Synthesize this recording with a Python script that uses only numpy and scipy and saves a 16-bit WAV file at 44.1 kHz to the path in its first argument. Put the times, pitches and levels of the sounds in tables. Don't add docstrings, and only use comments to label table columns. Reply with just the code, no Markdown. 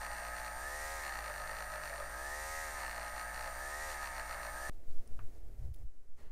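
import sys
import numpy as np
from scipy import signal
from scipy.fft import rfft, irfft, next_fast_len
from scipy.io import wavfile
from scipy.ndimage import uniform_filter1d

SR = 44100
rng = np.random.default_rng(int(sys.argv[2]) if len(sys.argv) > 2 else 0)


def voltage_ratio(decibels):
    exponent = np.asarray(decibels, float) / 20
    return 10 ** exponent


def dump(signal):
    limited = np.clip(np.atleast_2d(signal).T, -1, 1)
    pcm = np.round(limited * 32767).astype(np.int16)
    wavfile.write(sys.argv[1], SR, pcm)


N = 278579
T = np.arange(N) / SR
CUT_S = 4.6967
START_HZ, RACING_HZ = 61.7, 78


def evened(x):
    return x / np.sqrt(np.mean(x ** 2) + 1e-20)


def steadied(x, size):
    return x / np.sqrt(uniform_filter1d(x ** 2, size) + 1e-20)


def wander(size):
    return evened(uniform_filter1d(uniform_filter1d(rng.standard_normal(N), size), size))


def lag(x, seconds):
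    r = np.exp(-1 / (seconds * SR))
    return signal.lfilter([1 - r], [1, -r], x)


def held(start, length, edge):
    rise = np.clip((T - start) / edge, 0, 1)
    return rise * np.clip((start + length - T) / edge + 1, 0, 1)


def spells(rows, calm_db, edge):
    swells = sum((voltage_ratio(db) * held(s, length, edge)) ** 2 for s, length, db in rows)
    return np.sqrt(voltage_ratio(calm_db) ** 2 + swells)


def noise(points, source=None):
    f, db = np.transpose(points)
    size = next_fast_len(N)
    hz = np.fft.rfftfreq(size, 1 / SR)
    source = rng.standard_normal(N) if source is None else source
    colour = voltage_ratio(np.interp(np.log(hz + 1), np.log(f + 1), db))
    return evened(irfft(rfft(source, size) * colour, size)[:N])


def ring(x, modes):
    t = np.arange(4096) / SR
    body = 0
    for k, (hz, width, db) in enumerate(modes):
        decay = np.exp(-np.pi * width * t)
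        body = body + (-1) ** k * voltage_ratio(db) * np.sqrt(width) * decay * np.sin(2 * np.pi * hz * t)
    cut = signal.butter(4, 0.57 * modes[0][0], "high", fs=SR, output="sos")
    return evened(signal.sosfilt(cut, signal.oaconvolve(x, body)[:len(x)]))


def train(turns, angle, uneven, jitter_s, spread_db):
    count = int(turns[-1]) - 1
    at = np.interp(np.arange(count) + angle, turns, T)
    draw = rng.standard_normal((count, 2))
    amount = np.interp(at, T, uneven)
    place = ((at + jitter_s * amount * draw[:, 0]) * SR).astype(int)
    out = np.zeros(N)
    np.add.at(out, np.clip(place, 0, N - 1), voltage_ratio(spread_db * amount * draw[:, 1]))
    return out


def motor():
    # start in seconds, length in seconds, drag as Hz of speed lost.
    strokes = [
        (-.1, .603, 18.5),
        (.922, 1.087, 24.1),
        (2.58, .924, 15.6),
        (3.841, .587, 20.1),
    ]
    # start in seconds, length in seconds, extra drag in Hz, slap in dB.
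    dabs = [(0, 0.075, 10.9, -55.5), (0.094, .11, 5.65, -60), (0.212, 0.079, 0.71, -57),
            (0.347, 0.067, 0.082, -56.5), (.43, 0.057, 9.5, -56), (1.021, 0.084, 6.2, -55),
            (1.11, 0.094, 22, -55.5), (1.222, 0.087, 22, -58.5), (1.324, 0.12, 1.24, -62),
            (1.451, .08, 0.098, -58), (1.538, .11, 10.2, -57.5), (1.71, 0.055, 19.5, -58.5),
            (1.819, 0.077, 22.8, -56), (1.937, 0.072, 7.7, -61), (2.77, .16, 20.3, -57),
            (2.93, .17, 5.9, -58.5), (3.148, 0.088, 10.0, -56), (3.326, 0.16, 8.55, -57),
            (3.879, 0.066, 5.3, -55.5), (4.01, 0.074, 5.8, -55), (4.148, 0.066, 9.1, -57.5),
            (4.276, 0.07, 17.3, -56), (4.403, .07, 18, -58)]
    stroke_edge_s, dab_edge_s = .06, .02
    free_hz, spin_up_s = 82.2, .215
    firm_db = -54
    full_drag_hz, load_lag_s, idle_load, load_bend = 40, .085, .055, 1.3
    drag = sum(hz * held(s, length, stroke_edge_s) for s, length, hz in strokes)
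    drag = drag + sum(hz * held(s, length, dab_edge_s) for s, length, hz, db in dabs)
    firm = sum(voltage_ratio(db - firm_db) * held(s, length - dab_edge_s / 2, dab_edge_s) for s, length, hz, db in dabs)
    speed_hz = free_hz + (START_HZ - free_hz) * np.exp(-T / spin_up_s) - lag(drag, spin_up_s)
    slow_drag = drag[0] + lag(drag - drag[0], load_lag_s)
    load = idle_load + np.abs(slow_drag / full_drag_hz) ** load_bend
    return speed_hz, np.clip(load, 0, 1), firm


def knocking(turns, speed_hz, load):
    # angle in turns, level in dB into the low modes, in dB into the upper modes.
    knocks = [(.0, 0, -9), (.27, -4, -14), (.41, -7, 0), (.68, -6, -12), (.9, -9, -6)]
    # multiple of shaft speed, level in dB running free, in dB loaded.
    whirr = [(4, -3, -3), (5, 4, -1), (6, -1, -3), (7, 8, -4), (8, 2, 0), (9, 8, 0), (10, 7, 1), (11, 5, 4),
             (12, 1, 5), (13, 2, -1), (14, 3, 6), (15, -2, -2), (16, 3, 0), (17, 1, 0), (18, -1, 2),
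             (19, 1, -1), (20, 1, -1), (21, 5, 1), (22, -3, -4), (23, 2, -3), (24, 6, 2), (25, 5, 1),
             (26, 4, -1), (27, 0, 2), (28, 2, -1)]
    last, top = whirr[-1][0], 39
    above = [(k, -.9 * (k - last - 1), -.2 * (k - last - 1)) for k in range(last + 1, top + 1)]
    k, free_db, loaded_db = np.array(whirr + above).T[:, :, None]
    coarse, step = T[::256], T[::4]
    slow_load = load[::256]
    pressed = np.minimum(2 * slow_load, 1)
    gain = voltage_ratio(free_db) + pressed * (voltage_ratio(1.4 * loaded_db) - voltage_ratio(free_db))
    speeding = np.clip(np.gradient(speed_hz[::256], coarse) / 50, 0, 1) * (1 - slow_load) ** 2
    gain *= 1 + 1.7 * uniform_filter1d(speeding, 12) * np.exp(-((k - 25.3) / 1.1) ** 2)
    chance = uniform_filter1d(rng.standard_normal(gain.shape[::-1]).T, 8, 1)
    gain *= voltage_ratio((3.0 + 4.0 * pressed) * chance)
    spin = np.array([np.interp(step, coarse, g) for g in gain]) * np.exp(2j * np.pi * k * turns[::4])
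    angle, low_db, upper_db = np.transpose(knocks)
    out = []
    for db in (low_db, upper_db):
        phase = np.angle(np.exp(-2j * np.pi * k * angle) @ voltage_ratio(db))
        wave = (np.exp(1j * phase) @ spin).real
        out.append(evened(signal.resample_poly(wave, 4, 1)[:N]))
    return out


def housing(turns, speed_hz, load, firm):
    # pitch in Hz, width in Hz, level in dB.
    low_modes = [(367, 100, -12.5), (549, 69, -5.5), (614, 56, -1.5), (700, 76, -2.5), (730.8, 56, 0),
                 (820, 222, 3), (980, 196, 1), (997.4, 32, -6.5), (1259.3, 42, 3)]
    # pitch in Hz, width in Hz, level in dB.
    upper_modes = [(1360, 18, -7), (1618, 67, 2), (1755.7, 34, 10.5), (1767.7, 108, 8.5), (1835, 42, 6),
                   (1915, 45, 2.5), (2059, 31, -2), (2187, 30, -1.5), (2360, 19, -10), (2690, 26, -6)]
    faster_hz = speed_hz - START_HZ
    low_db = -47.5 + 1.15 * firm + 0.03 * faster_hz
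    upper_db = -48.5 - 1.5 * firm + (0.1264 + 0.13 * load) * np.maximum(faster_hz, 0)
    shaken = turns + .008 * load * wander(size=150)
    bursts = voltage_ratio(4.0 * load * wander(size=130))
    low, upper = knocking(shaken, speed_hz, load)
    parts = ((low, low_modes, low_db, .33 + 1.35 * load),
             (upper, upper_modes, upper_db, .55 + 1.25 * load))
    out = 0
    for knocks, modes, level_db, grit in parts:
        knocks = knocks * voltage_ratio(2.5 * load * wander(size=200))
        struck = ring(knocks + grit * bursts * rng.standard_normal(N), modes)
        out = out + voltage_ratio(level_db) * steadied(struck, size=12000)
    return out


def wheel_slaps(turns, load, firm):
    # pitch in Hz, width in Hz, level in dB.
    slap_modes = [(1819, 76, 1.5), (2860, 650, -10), (4120, 370, -10.5), (4630, 450, -8.5)]
    # frequency in Hz, level in dB per Hz.
    crack = [(250, -30), (700, -2), (1500, 0), (2300, -8), (3300, -15), (6000, -21), (12000, -32)]
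    blows = train(turns, .93, np.ones(N), jitter_s=.0002, spread_db=1.1)
    rattle = voltage_ratio(-4 - 60 * T[:800] / 0.004) * rng.standard_normal(800)
    slaps = ring(blows + signal.oaconvolve(blows, rattle)[:N], slap_modes)
    slaps = slaps + voltage_ratio(-2) * noise(crack, blows)
    pressed = voltage_ratio(-54) * (firm + .3 * load)
    return voltage_ratio(4.0) * pressed * slaps


def brushes_and_vanes(turns, speed_hz, load, firm):
    # frequency in Hz, level in dB per Hz.
    hiss = [(1800, -10), (2500, -1), (3100, -8.5), (4500, -3), (5300, -8.5), (5760, -0.5), (6500, -7),
            (7100, -3.5), (7800, -7), (9300, -2), (10400, -9.5), (12900, -9.5), (14300, -9.5), (16000, -29)]
    # frequency in Hz, level in dB per Hz.
    windage = [(3500, -17), (4900, -3), (6500, 1), (8000, -1), (10500, -18), (12600, -7), (14000, -21)]
    hiss_db = -62 + 3.5 * firm + 0.2247 * np.maximum(speed_hz - 62.8, 0)
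    windage_db = -56.5 - .6 * (RACING_HZ - speed_hz)
    throb = 1 + 0.31 * np.cos(6 * np.pi * (turns - .95)) + 0.12 * np.cos(2 * np.pi * (turns - .95))
    clicks = sum(train(turns, angle, .15 + load, jitter_s=.00005, spread_db=3.0)
                 for angle in (.1, .23, .39, .52, .66, .78, .93, .97))
    brushes = (.7 + .3 * load) * throb * noise(hiss) + (1 - load) * noise(hiss, clicks)
    return voltage_ratio(hiss_db + 5.0) * brushes + voltage_ratio(windage_db) * throb * noise(windage)


def speed_control(turns, speed_hz, firm):
    # multiple of switching, multiple of shaft speed, level in dB.
    sidebands = [(1, 0, -10), (1, 3, -12), (2, 0, 1), (2, -3, -4), (2, 3, -7), (2, -6, -5), (2, 6, -13),
                 (2, -12, -6), (2, -9, -13), (3, 0, -8), (3, -3, -8), (3, 3, -14), (3, -12, -15)]
    switch = np.cumsum(4565.5 + .22 * (speed_hz - 60)) / SR
    carrier_db = -63.5 - 2 * firm + wander(size=5000)
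    whine = 0
    for m, k, db in sidebands:
        fade_db = 2.5 * wander(size=6000) * (k != 0)
        level_db = carrier_db if k == 0 else -63.5
        wave = np.cos(2 * np.pi * (m * switch + k * turns + rng.random()))
        whine = whine + voltage_ratio(level_db + db + fade_db) * wave
    return np.sqrt(2) * whine


def shaft_hum(turns, speed_hz):
    # multiple of shaft speed, level in dB running free, in dB loaded.
    orders_low = [(1, -63, -72), (2, -84, -75), (3, -76, -68), (5, -68, -80), (6, -74, -80)]
    labouring_hz = 52
    sag = np.clip((RACING_HZ - speed_hz) / (RACING_HZ - labouring_hz), 0, 1) ** .8
    hum = 0
    for k, free_db, loaded_db in orders_low:
        wave = np.cos(2 * np.pi * (k * turns + rng.random()))
        hum = hum + voltage_ratio(free_db + sag * (loaded_db - free_db)) * wave
    return np.sqrt(2) * hum


def shop():
    # frequency in Hz, level in dB per Hz.
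    rumble = [(2, -6), (6, 0), (18, -3), (35, -14), (70, -21), (110, -30), (250, -39), (430, -40),
              (700, -45), (1000, -60)]
    fan = np.sqrt(2) * voltage_ratio(-53) * np.sin(2 * np.pi * 53.1 * T)
    return fan + voltage_ratio(-53) * noise(rumble)


def draught():
    # start in seconds, length in seconds, level in dB.
    pushes = [
        (4.71, 0.032, -27),
        (4.85, 0.14, -26.5),
        (5.09, 0.18, -32.5),
        (5.44, 0.07, -38),
        (5.83, 0.046, -32.5),
        (6.07, 0.11, -43),
        (6.26, .02, -32.5),
    ]
    # start in seconds, length in seconds, level in dB.
    gusts = [(4.77, 0.031, -53), (4.86, .04, -51), (5.05, 0.066, -53), (5.13, .12, -47.5),
             (5.28, 0.067, -53.5), (5.37, 0.099, -50.5), (5.46, 0.092, -50), (5.56, 0.16, -43),
             (5.72, 0.052, -50), (5.79, 0.061, -43.5), (5.88, 0.092, -68), (6.18, 0.056, -58),
             (6.26, 0.013, -51.5)]
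    # frequency in Hz, level in dB per Hz.
    buffet = [(15, -50), (28, 9), (70, 3.5), (130, -14), (200, -43), (300, -59)]
    push, gust = spells(pushes, -40.5, 0.036), spells(gusts, -63.5, 0.024)
    slow = noise([(1, 0.0), (2, 5.5), (6, 8.0), (14, -20.5), (25, -25.5), (40, -78)])
    out = push * steadied(slow, size=9000) + gust * steadied(noise(buffet), size=2500)
    blow = uniform_filter1d(gust / voltage_ratio(-43), size=4000)
    flap_hz = (49.3 + 78.8 * blow ** 2) * (1 + 0.066 * wander(size=500))
    flaps = np.sin(2 * np.pi * np.cumsum(flap_hz) / SR)
    return out + voltage_ratio(-51.5 + 2.2 * wander(size=600)) * blow ** 2 * flaps


def room_air():
    # start in seconds, length in seconds, level in dB.
    air_spells = [
        (4.68, 1.0, -66),
        (5.74, 0.088, -67),
        (6.17, 0.1, -68.5),
    ]
    # frequency in Hz, level in dB per Hz.
    air = [(100, -45), (180, -5.5), (400, -6), (700, -11), (1000, -26), (2000, -26), (3000, -32)]
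    return spells(air_spells, -76, 0.027) * voltage_ratio(0.68 * wander(size=700)) * noise(air)


def glove_rustle():
    # start in seconds, length in seconds, level in dB.
    glove_moves = [
        (4.87, 0.51, -77),
        (5.57, 0.088, -79),
        (5.76, 0.041, -86),
        (6.16, 0.072, -74),
    ]
    # frequency in Hz, level in dB per Hz.
    rustle = [(530, -30), (900, -1), (2000, -4), (3300, -13), (6500, -8), (10000, -11), (15800, -20)]
    return spells(glove_moves, -82, 0.02) * noise(rustle)


def plastic_ticks():
    # time in seconds, level in dB, pitch in Hz, seconds to fall 60 dB,
    # second pitch in Hz, its level in dB.
    tick_rows = [
        (4.912, -61, 4300, .02, 4500, -8),
        (5.076, -52.5, 9100, .025, 5500, -6),
        (5.192, -41.5, 1300, 0.14, 2580, -11),
        (5.35, -68, 4800, .02, 7000, -6),
        (5.5, -61, 700, 0.038, 1500, -8),
    ]
    out, t = np.zeros(N), np.arange(6000) / SR
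    for s, db, hz, t60, second_hz, second_db in tick_rows:
        pair = np.sin(2 * np.pi * hz * t) + voltage_ratio(second_db) * np.sin(2 * np.pi * second_hz * t)
        pair = pair * voltage_ratio(-60 * t / 0.0076)
        tail = ring(rng.standard_normal(6000), [(hz, hz / 3, 0), (second_hz, hz / 3, second_db)])
        out[round(s * SR):][:6000] += voltage_ratio(db) * (pair + voltage_ratio(-15.5 - 60 * t / t60) * tail)
    return out


def glove_snaps():
    # time in seconds, level in dB, lowest frequency in Hz, seconds to fall 60 dB.
    snap_rows = [(5.735, -61, 5000, .004), (5.74, -55.5, 2500, 0.013), (5.7445, -55, 2500, .015),
                 (5.7535, -59, 4970, .005), (5.761, -51.5, 6050, 0.0045), (5.773, -69, 6000, .006),
                 (5.787, -64, 5000, .008), (5.7935, -72.5, 5000, .004), (5.799, -68, 9000, .004)]
    out, t = np.zeros(N), np.arange(1500) / SR
    for s, db, low_hz, t60 in snap_rows:
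        bright = signal.butter(3, low_hz, "high", fs=SR, output="sos")
        burst = signal.sosfilt(bright, rng.standard_normal(1500))
        out[round(s * SR):][:1500] += voltage_ratio(db - 60 * t / t60) * burst
    return out


def scrape():
    # pitch in Hz, width in Hz, level in dB.
    scrape_modes = [(700, 560, 6), (1300, 660, 5), (1950, 340, 1), (2800, 480, -4), (4400, 900, -6)]
    start_s, rise_s = 6.165, 0.034
    grains = rng.standard_normal(N) * voltage_ratio(1.9 * rng.exponential(1, N))
    onset = np.clip((T - start_s) / rise_s, 0, 1)
    level_db = -69 - 50 * np.maximum(T - start_s - rise_s, 0)
    return onset * voltage_ratio(level_db) * ring(grains, scrape_modes)


def scene():
    speed_hz, load, firm = motor()
    turns = np.cumsum(speed_hz) / SR
    workshop = housing(turns, speed_hz, load, firm) + wheel_slaps(turns, load, firm)
    workshop = workshop + brushes_and_vanes(turns, speed_hz, load, firm)
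    workshop = workshop + speed_control(turns, speed_hz, firm) + shaft_hum(turns, speed_hz) + shop()
    table = draught() + room_air() + glove_rustle() + plastic_ticks() + glove_snaps() + scrape()
    at = round(CUT_S * SR)
    jump = workshop[at - 400:at].mean() - table[at] - voltage_ratio(-33)
    table = table + jump * np.exp(-np.maximum(T - CUT_S, 0) / 0.041)
    table = table * np.minimum((T[-1] - T) / .008, 1)
    return np.where(T < CUT_S, workshop, table)[None]


def low_pass(x):
    return signal.sosfilt(signal.butter(12, 15960, fs=SR, output="sos"), x)


def record(dry):
    hz, t, z = signal.stft(dry, SR, nperseg=1024)
    patches = rng.standard_normal(z.shape[:0:-1]).T
    patches = uniform_filter1d(uniform_filter1d(patches, 9, 0), 4, 1)
    spared = .9 * evened(uniform_filter1d(rng.standard_normal(z.shape[-1]), 14))
    spared = np.where(t < CUT_S, spared, .7)
    needed = np.interp(hz, [13900, 14300, 15700], [-5, -.9, .4])[:, None]
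    kept = evened(patches) + spared > needed
    limited = signal.istft(z * kept * (hz < 15750)[:, None], SR, nperseg=1024)[1][:, :N]
    return low_pass(limited)


dry = scene()
out = record(dry)
dump(out)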